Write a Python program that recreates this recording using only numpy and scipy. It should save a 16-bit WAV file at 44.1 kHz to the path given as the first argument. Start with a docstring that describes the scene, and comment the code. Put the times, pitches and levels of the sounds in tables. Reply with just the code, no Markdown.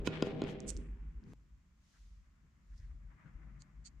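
"""Hard knocks on wood, then a rumble: glass marbles drop off a clay track onto a board, roll across it
and click into the marbles waiting there. Each landing bends the board and rings its modes; tiny bumps
under the rolling glass keep it shaking, until the sound cuts off with a dry tick. Then a hand brings
new marbles, which click between the fingers as they are set on the track.
The hand-held camera bumps softly as it moves. The room is small and quiet."""
import sys
import numpy as np
from scipy import signal
from scipy.fft import rfft, irfft, next_fast_len
from scipy.io import wavfile
from scipy.ndimage import uniform_filter1d, map_coordinates

SR = 44100
rng = np.random.default_rng(int(sys.argv[2]) if len(sys.argv) > 2 else 0)


def dump(signal):
    """Clip the signal to [-1, 1] and save it as 16-bit WAV at the path in sys.argv[1]."""
    limited = np.clip(np.atleast_2d(signal).T, -1, 1)
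    pcm = np.round(limited * 32767).astype(np.int16)
    wavfile.write(sys.argv[1], SR, pcm)


N = 176400

# How alike left and right are, from centred bass to wide treble: f/Hz, coherence
STEREO_COHERENCE = [(50, 1), (250, 0.76), (600, 0.71), (1500, 0.085), (4000, 0.18), (10000, 0.036)]
BEND_DELAY_S, BEND_HZ = 0.00131, 425.6  # a bending wave's travel time at this frequency


def amp(db):
    """Decibels to gain."""
    return 10 ** (np.asarray(db) / 20)


def unit(x):
    """Scale to rms 1."""
    return x / np.sqrt(np.mean(x ** 2) + 1e-20)


def along(points, hz):
    """Read (f/Hz, value) points on a log frequency axis."""
    freqs, values = np.transpose(points)
    return np.interp(np.log(hz + 1), np.log(freqs + 1), values)


def clock():
    """Time of each sample in seconds."""
    return np.arange(N) / SR


def curves(rows):
    """One automation curve for each column after the time."""
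    times, *columns = np.transpose(rows)
    return [np.interp(clock(), times, column) for column in columns]


def during(rows):
    """Gate that shuts fast outside the time span of a table."""
    outside = np.maximum(rows[0][0] - clock(), clock() - rows[-1][0])
    return amp(-3000 * np.maximum(outside, 0))


def swell(peak_s, rise, fall):
    """Bell-shaped envelope."""
    t = clock() - peak_s
    return np.exp(-.5 * (t / np.where(t < 0, rise, fall)) ** 2)


def wobble(per_s):
    """A smooth random curve with per_s knots a second."""
    return map_coordinates(rng.standard_normal(2000), [clock() * per_s], mode="mirror")


def pan(db):
    """Stereo gains, the left db above the right."""
    gains = np.array([amp(np.atleast_1d(db) / 2), amp(-np.atleast_1d(db) / 2)])
    return gains / gains.mean(axis=0)


def filtered(x, response):
    """Equalise x with a gain given as a function of frequency."""
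    size = next_fast_len(N + SR // 2)
    return irfft(rfft(x, size) * response(np.fft.rfftfreq(size, 1 / SR)), size)[..., :N]


def mid_side(hz):
    """Mid and side gains that set the stereo width at each frequency."""
    angle = np.arccos(np.clip(along(STEREO_COHERENCE, hz), 0, 1)) / 2
    return np.array([np.cos(angle), np.sin(angle)])


def spread(pair, tone):
    """Colour two unrelated signals and mix them to stereo of rms 1."""
    mid, side = filtered(pair, lambda hz: amp(along(tone, hz)) * mid_side(hz))
    return unit(np.array([mid + side, mid - side]))


def noise(tone):
    """Coloured stereo noise."""
    return spread(rng.standard_normal((2, N)), tone)


def grains(per_s):
    """Two random trains of tiny impulses."""
    return rng.standard_normal((2, N)) * (rng.random((2, N)) < per_s / SR)


def pulse(tone, stretch=1, size=4096):
    """Minimum-phase transient of peak 1 with the given spectrum, transposed by the ratio stretch."""
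    hz = np.fft.rfftfreq(size, 1 / SR)
    cepstrum = irfft(np.log(amp(along(tone, hz / stretch))))
    cepstrum[1:size // 2] *= 2
    cepstrum[size // 2 + 1:] = 0
    hit = irfft(np.exp(rfft(cepstrum)))
    return hit / np.abs(hit).max()


def ringing(modes):
    """Sum of decaying sines from rows of f/Hz, level/dB, t60/s."""
    t = np.arange(SR // 3) / SR
    return sum(amp(db - 60 * t / t60) * np.sin(2 * np.pi * hz * t) for hz, db, t60 in modes)


def add(out, s, x):
    """Mix x into out at time s."""
    start = round(s * SR)
    out[:, start:start + x.shape[-1]] += x[..., :N - start]


def in_room(x, wet_db):
    """The small room adds a short diffuse tail whose treble dies first."""
    # Reverb decay: f/Hz, t60/s
    decay = [(200, 0.57), (2000, 0.55), (7000, 0.22), (14000, .2)]
    hz, t, spectra = signal.stft(rng.standard_normal((2, SR // 2)), SR, nperseg=256)
    spectra = spectra * mid_side(hz[:, None]) * amp(-60 * t / along(decay, hz)[:, None])
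    mid, side = signal.istft(spectra, SR, nperseg=256)[1]
    tail = np.array([mid + side, mid - side]) / np.linalg.norm(mid + side)
    send = (x + x.mean(axis=0)) / 2
    return x + amp(wet_db) * signal.fftconvolve(send, tail, axes=1)[:, :N]


def room_tone(above_bass_db=-82.5):
    """A steady bed of room noise, its level set by the part above 300 Hz."""
    # Bass-heavy air: f/Hz, relative level/dB
    air_tone = [(15, -36), (30, -4.5), (66, 1.5), (110, -19), (183, -11.5), (433, -37), (848, -38.5),
                (1020, -32), (2010, -34.5), (4040, -42.5), (7300, -40), (8810, -52), (15500, -56)]
    air = noise(air_tone)
    return amp(above_bass_db) * air / filtered(air, lambda hz: hz > 300).std()


def splice_click(at_s=1.3347, peak_db=-46.5):
    """The sound cuts off abruptly with one dull, dry splice click."""
    # Dull click: f/Hz, relative level/dB
    click_tone = [(60, -3), (280, 0), (700, -12), (2000, -24), (7000, -33), (15000, -44)]
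    out = np.zeros((2, N))
    add(out, at_s, -amp(peak_db) * pulse(click_tone))
    return out


def camera_bumps(gain_db=6.5):
    """Each nudge of the hand rocks the camera at its low resonance."""
    # Nudges: peak t/s, width/s, relative level/dB
    bumps = [(.005, 0.033, -44), (0.777, 0.061, -47.5), (0.918, 0.029, -47), (1.017, 0.018, -49.5),
             (1.082, 0.02, -48), (1.173, 0.016, -48.5), (1.37, 0.065, -66), (1.551, 0.042, -64.5),
             (2.111, 0.084, -60.5), (2.73, 0.037, -55.5), (2.898, 0.08, -53.5), (3.066, 0.038, -55.5),
             (3.362, 0.011, -51), (3.479, 0.092, -58), (3.797, 0.038, -57.5), (3.973, 0.046, -60.5)]
    # The camera's boom: f/Hz, relative level/dB
    bump_tone = [(25, -31), (42, -6), (51, 4.5), (60, -10.5), (75, -20), (150, -46), (800, -120)]
    nudges = np.sqrt(sum((amp(db) * swell(s, width, width)) ** 2 for s, width, db in bumps))
    boom = noise(bump_tone)
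    running_rms = np.sqrt(np.abs(uniform_filter1d(boom[0] ** 2, size=2600)) + 1e-6)
    pan_db = np.interp(clock(), (2.7, 3.2), (.3, 4))
    return amp(gain_db) * nudges * boom / running_rms * pan(pan_db)


def clay_scrapes(q=5.2):
    """Fingers and marbles scrape the clay: bursts of tiny slips through one broad resonance."""
    # Scrapes: peak t/s, width/s, level/dB, resonance f/Hz
    strokes = [(1.96, 0.017, -75.5, 1600), (2.735, .012, -75.5, 1620), (2.783, 0.015, -75.5, 5200),
               (2.825, 0.029, -77, 1770), (3.122, 0.0092, -69, 1010), (3.185, 0.011, -79, 1700),
               (3.272, 0.017, -69, 1530)]
    out = np.zeros((2, N))
    for s, width, db, hz in strokes:
        bandpass = lambda f: (f * hz / (f * hz + 1j * q / 2 * (f * f - hz * hz))) ** 2
        slips = filtered(grains(per_s=1300), bandpass)
        out += amp(db) * swell(s, width, width) * unit(slips + slips.mean(axis=0))
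    return out


def fingers(rub_gain_db=-4.5, skin_gain_db=4, rough_db=2.2):
    """Fingers handle marbles and clay: a dull rub, soft touches, rough skin noise and small scrapes."""
    # Friction: t/s, relative rub level/dB, relative skin level/dB
    friction = [(1.34, -61.5, -92), (1.8, -83, -95.5), (2.5, -73, -87.5), (2.75, -65.5, -90.5),
                (3.05, -61, -83), (3.2, -60.5, -76), (3.45, -54, -74.5), (3.7, -62, -82.5), (4.0, -62, -85)]
    # Dull touches on the clay: peak t/s, relative level/dB
    touches = [(2.45, -64), (3.259, -55.5)]
    # Low rub and midrange skin noise: f/Hz, relative level/dB
    rub_tone = [(40, -25), (80, -12.5), (135, -0.5), (180, -9), (310, -19.5), (420, -30.5), (800, -34.5),
                (1800, -79)]
    skin_tone = [(350, -49), (600, -15.5), (849, -15.5), (1070, -7.5), (2120, -9), (2620, -20.5),
                 (6000, -58), (7800, -87)]
    rub_env, skin_env = amp(curves(friction)) * during(friction)
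    rub_env = rub_env + sum(amp(db) * swell(s, rise=.009, fall=.016) for s, db in touches)
    rub = amp(rub_gain_db) * rub_env * noise(rub_tone)
    skin = amp(skin_gain_db + rough_db * wobble(per_s=35)) * skin_env * noise(skin_tone)
    return (rub + skin + clay_scrapes()) * pan(db=4)


def brushing():
    """Light brushing comes and goes as soft swells of hiss."""
    # Strokes: peak t/s, rise/s, fall/s, level/dB
    strokes = [(0.067, 0.0082, 0.011, -51.5), (.265, .014, 0.013, -65.5), (0.498, 0.021, 0.022, -64),
               (1.32, 0.041, 0.014, -78.5), (1.94, 0.088, 0.17, -76.5), (2.808, 0.11, 0.08, -81)]
    # Bright hiss: f/Hz, relative level/dB
    brush_tone = [(700, 2.5), (6500, 8.5), (8500, -1), (13000, -10.5), (16000, -27.5)]
    return sum(amp(db) * swell(s, rise, fall) for s, rise, fall, db in strokes) * noise(brush_tone)


def held_marbles(lead_s=0.0092):
    """Marbles click in the hand; a short, bright swell of hiss leads into each small glass click."""
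    # Clicks: t/s, click level/dB, hiss level/dB
    clicks = [(3.621, -42.5, -68), (3.873, -43, -55)]
    # Colour of click and hiss, with two bright peaks: f/Hz, relative level/dB
    held_tone = [(500, -22), (2200, -6), (3700, -8), (4450, 8.5), (5400, -3.5), (6800, 7.5), (8200, -1.5),
                 (15000, -54)]
    out = np.zeros((2, N))
    hiss = unit(filtered(grains(per_s=6500), lambda hz: amp(along(held_tone, hz))))
    for s, click_db, hiss_db in clicks:
        add(out, s, amp(click_db) * pulse(held_tone))
        out += amp(hiss_db) * swell(s - lead_s, rise=0.0088, fall=0.012) * hiss
    return in_room(out * pan(db=-4), wet_db=-28)


def glass_clicks(root_hz=6500):
    """Glass meets glass on the board in millisecond clicks."""
    # Clean hits: t/s, level/dB, pitch f/Hz, pan/dB
    clicks = [(0.604, -37, 6550, -6.5), (0.7039, -25, 7300, -23), (0.7672, -39, 5800, -6),
              (0.774, -42, 7200, -9), (1.239, -59.5, 5000, 5)]
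    # A brief, bright "tsk" of hiss just before the loudest click, and a faint trail after it:
    # peak t/s, rise/s, fall/s, level/dB, pitch f/Hz, pan/dB
    hiss_swells = [(0.695, 0.011, 0.0087, -42.5, 7500, -9.5), (0.711, .01, 0.098, -74.5, 7900, -4)]
    # A click pitched at root_hz: f/Hz, relative level/dB
    glass_tone = [(500, -31.5), (3500, -17.5), (5400, -5.5), (6700, -2), (7900, -9), (9500, -22),
                  (12000, -39), (16000, -49.5)]
    out = np.zeros((2, N))
    for s, db, hz, pan_db in clicks:
        add(out, s, pan(pan_db) * amp(db) * pulse(glass_tone, hz / root_hz))
    for s, rise, fall, db, hz, pan_db in hiss_swells:
        hiss = unit(filtered(grains(per_s=6200), lambda f: amp(along(glass_tone, f * root_hz / hz))))
        out += pan(pan_db) * amp(db) * swell(s, rise, fall) * hiss
    return in_room(out, wet_db=-14.5)


def board_ring():
    """The wooden board's answer to a tap, with energy 1."""
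    # Board modes: f/Hz, relative level/dB, t60/s
    modes = [(157.87, -8, 0.81), (204.7, -2, 0.12), (248, 1.5, 0.082), (309, -3, 0.091),
             (395.6, -1.5, 0.18), (478.5, 1, 0.075), (636, -14.5, 0.39), (769, -12.5, 0.11),
             (1020, -26, 0.14)]
    ring = ringing(modes)
    return ring / np.linalg.norm(ring)


def bent(hit, size=4096):
    """Smear a transient as a bending wave in the board: the highs arrive first."""
    hz = np.fft.rfftfreq(size, 1 / SR)
    lag_cycles = 2 * BEND_DELAY_S * np.sqrt(hz * BEND_HZ)
    wave = irfft(rfft(hit) * np.exp(-2j * np.pi * lag_cycles))[:size // 2]
    return wave / np.abs(wave).max()


def slowing(x, final_hz, settled_s=0.94, octaves_per_s=4.76):
    """Slowing marbles sound duller: a low-pass sweeps down to final_hz at constant power."""
    hz, t, spectra = signal.stft(x, SR, nperseg=1024)
    corner_hz = final_hz * 2 ** (octaves_per_s * np.maximum(settled_s - t, 0))
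    gain = 1 / (1 + (hz[:, None] / corner_hz) ** 4)
    power = np.mean(np.abs(spectra) ** 2, axis=(0, 2))
    gain = gain / np.sqrt(power @ gain ** 2 / power.sum())
    return signal.istft(spectra * gain, SR, nperseg=1024)[1][:, :N]


def rolling(bumps_per_s=2500, ring_db=6.5, rumble_gain_db=3.5, grit_gain_db=1, rough_db=1.3):
    """Tiny bumps under the rolling marbles shake the board and hiss at the contact."""
    # The board's rumble: t/s, relative level/dB
    rumble_ride = [(0, -51.5), (.05, -52), (.09, -46), (.2, -50), (.25, -46), (.48, -45.5), (.57, -50),
                   (.67, -49), (.74, -56.5), (.82, -53.5), (.95, -63), (1.18, -66), (1.25, -57),
                   (1.33, -57)]
    # The gritty contact: t/s, relative level/dB, pan/dB
    grit_ride = [(0, -67, 7), (.04, -75, 1.5), (.068, -47.5, -18), (.09, -62, -3), (.145, -48.5, 4),
                 (.2, -55.5, 9.5), (.3, -56.5, 3.5), (.38, -63.5, 8.5), (.42, -59, 2.5), (.485, -55.5, 6.5),
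                 (.57, -64, 1.5), (.8, -70.5, 2), (1.2, -80, 4.5), (1.334, -73, 4)]
    # Rumble and grit ahead of the low-pass sweep: f/Hz, relative level/dB
    rumble_tone = [(47, -37.5), (80, -11), (123, -15), (200, -9), (300, -6), (397, -6), (490, -11.5),
                   (580, -14.5), (950, -29), (1800, -30), (3000, -100)]
    grit_tone = [(530, -20.5), (850, -6.5), (1300, -6), (2300, -3), (3300, -6.5), (5580, -25), (8130, -35),
                 (15000, -59.5)]
    rumble_db, = curves(rumble_ride)
    grit_db, pan_db = curves(grit_ride)
    taps = spread(grains(bumps_per_s), [(50, 0), (2000, 0)])  # flat spectrum
    ring = unit(signal.fftconvolve(taps, board_ring()[None], axes=1)[:, :N])
    body = unit(spread(grains(bumps_per_s), rumble_tone) + amp(ring_db) * ring)
    rumble = amp(rumble_db + rumble_gain_db) * during(rumble_ride) * slowing(body, final_hz=284)
    hiss = slowing(spread(grains(per_s=3200), grit_tone), final_hz=2120)
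    grit = amp(grit_db + grit_gain_db + rough_db * wobble(per_s=300)) * during(grit_ride) * hiss
    return rumble + grit * pan(pan_db)


def drops(ring_db=-8, snap_db=-8.5, clack_db=-8.5, lowpass_hz=9000):
    """Each landing bends the board, rings its modes and gives a hard crack with a brief ping."""
    # Landings: t/s, thud level/dB, relative crack level/dB, pan/dB, ping f/Hz, ping level/dB
    landings = [(0.0733, -24, -22.5, -5.5, 3070, -27.5), (0.2240, -19.5, -26, 3, 4860, -34),
                (0.2696, -31.5, -48, 3, 5000, -52), (0.4185, -25, -33.5, 0, 4100, -45),
                (0.4387, -32, -44.5, -2, 4970, -49)]
    # The woody thud and the snap that opens the crack: f/Hz, relative level/dB
    thud_tone = [(40, -31.5), (110, -9), (220, 2), (350, 1.5), (500, -4.5), (780, -14), (1200, -22),
                 (2000, -43.5), (5000, -60.5)]
    snap_tone = [(400, -16.5), (1300, -11), (2800, -2), (4500, 0), (7100, -7), (7900, -27.5),
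                 (12000, -25.5), (16000, -55)]
    # The crack's short ringing clack, varied on each hit: f/Hz, relative level/dB, t60/s
    clack_modes = [(1025, -2.5, 0.015), (1410, -7, 0.036), (1890, -19, 0.0095), (2550, -5.5, 0.02),
                   (2880, -1, 0.012), (3210, -5.5, 0.015), (3880, -11.5, 0.013), (5240, -8, 0.011),
                   (6530, -12.5, 0.01)]
    out = np.zeros((2, N))
    thud = bent(pulse(thud_tone))
    snap = -pulse(snap_tone)
    ring = -board_ring() * np.linalg.norm(thud)  # same energy as the thud
    for s, thud_db, crack_db, pan_db, ping_hz, ping_db in landings:
        sides = pan(pan_db)
        ping = -ringing([(ping_hz, ping_db, 0.0094)])
        clack = ringing([(hz * rng.normal(1, .012), db + rng.normal(0, 2.5), t60)
                         for hz, db, t60 in clack_modes])
        clack = np.abs(clack).max() * bent(clack[:len(snap)])
        add(out, s, sides * amp(thud_db) * thud)
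        add(out, s + BEND_DELAY_S, sides * amp(thud_db + ring_db) * ring)
        add(out, s, sides * amp(crack_db + snap_db) * snap)
        add(out, s, sides * amp(crack_db + clack_db) * clack)
        add(out, s, sides * ping)
    softened = filtered(out, lambda hz: 1 / np.sqrt(1 + (hz / lowpass_hz) ** 4))
    return in_room(softened, wet_db=-13.5)


def scene():
    """The marbles in front; handling noises, the splice click and room tone behind them."""
    marbles = drops() + rolling() + glass_clicks() + held_marbles()
    return marbles + camera_bumps() + fingers() + brushing() + splice_click() + room_tone()


def record(dry):
    """The camera keeps nothing above its band limit."""
    return filtered(dry, lambda hz: hz < 15600)


dry = scene()
out = record(dry)
dump(out)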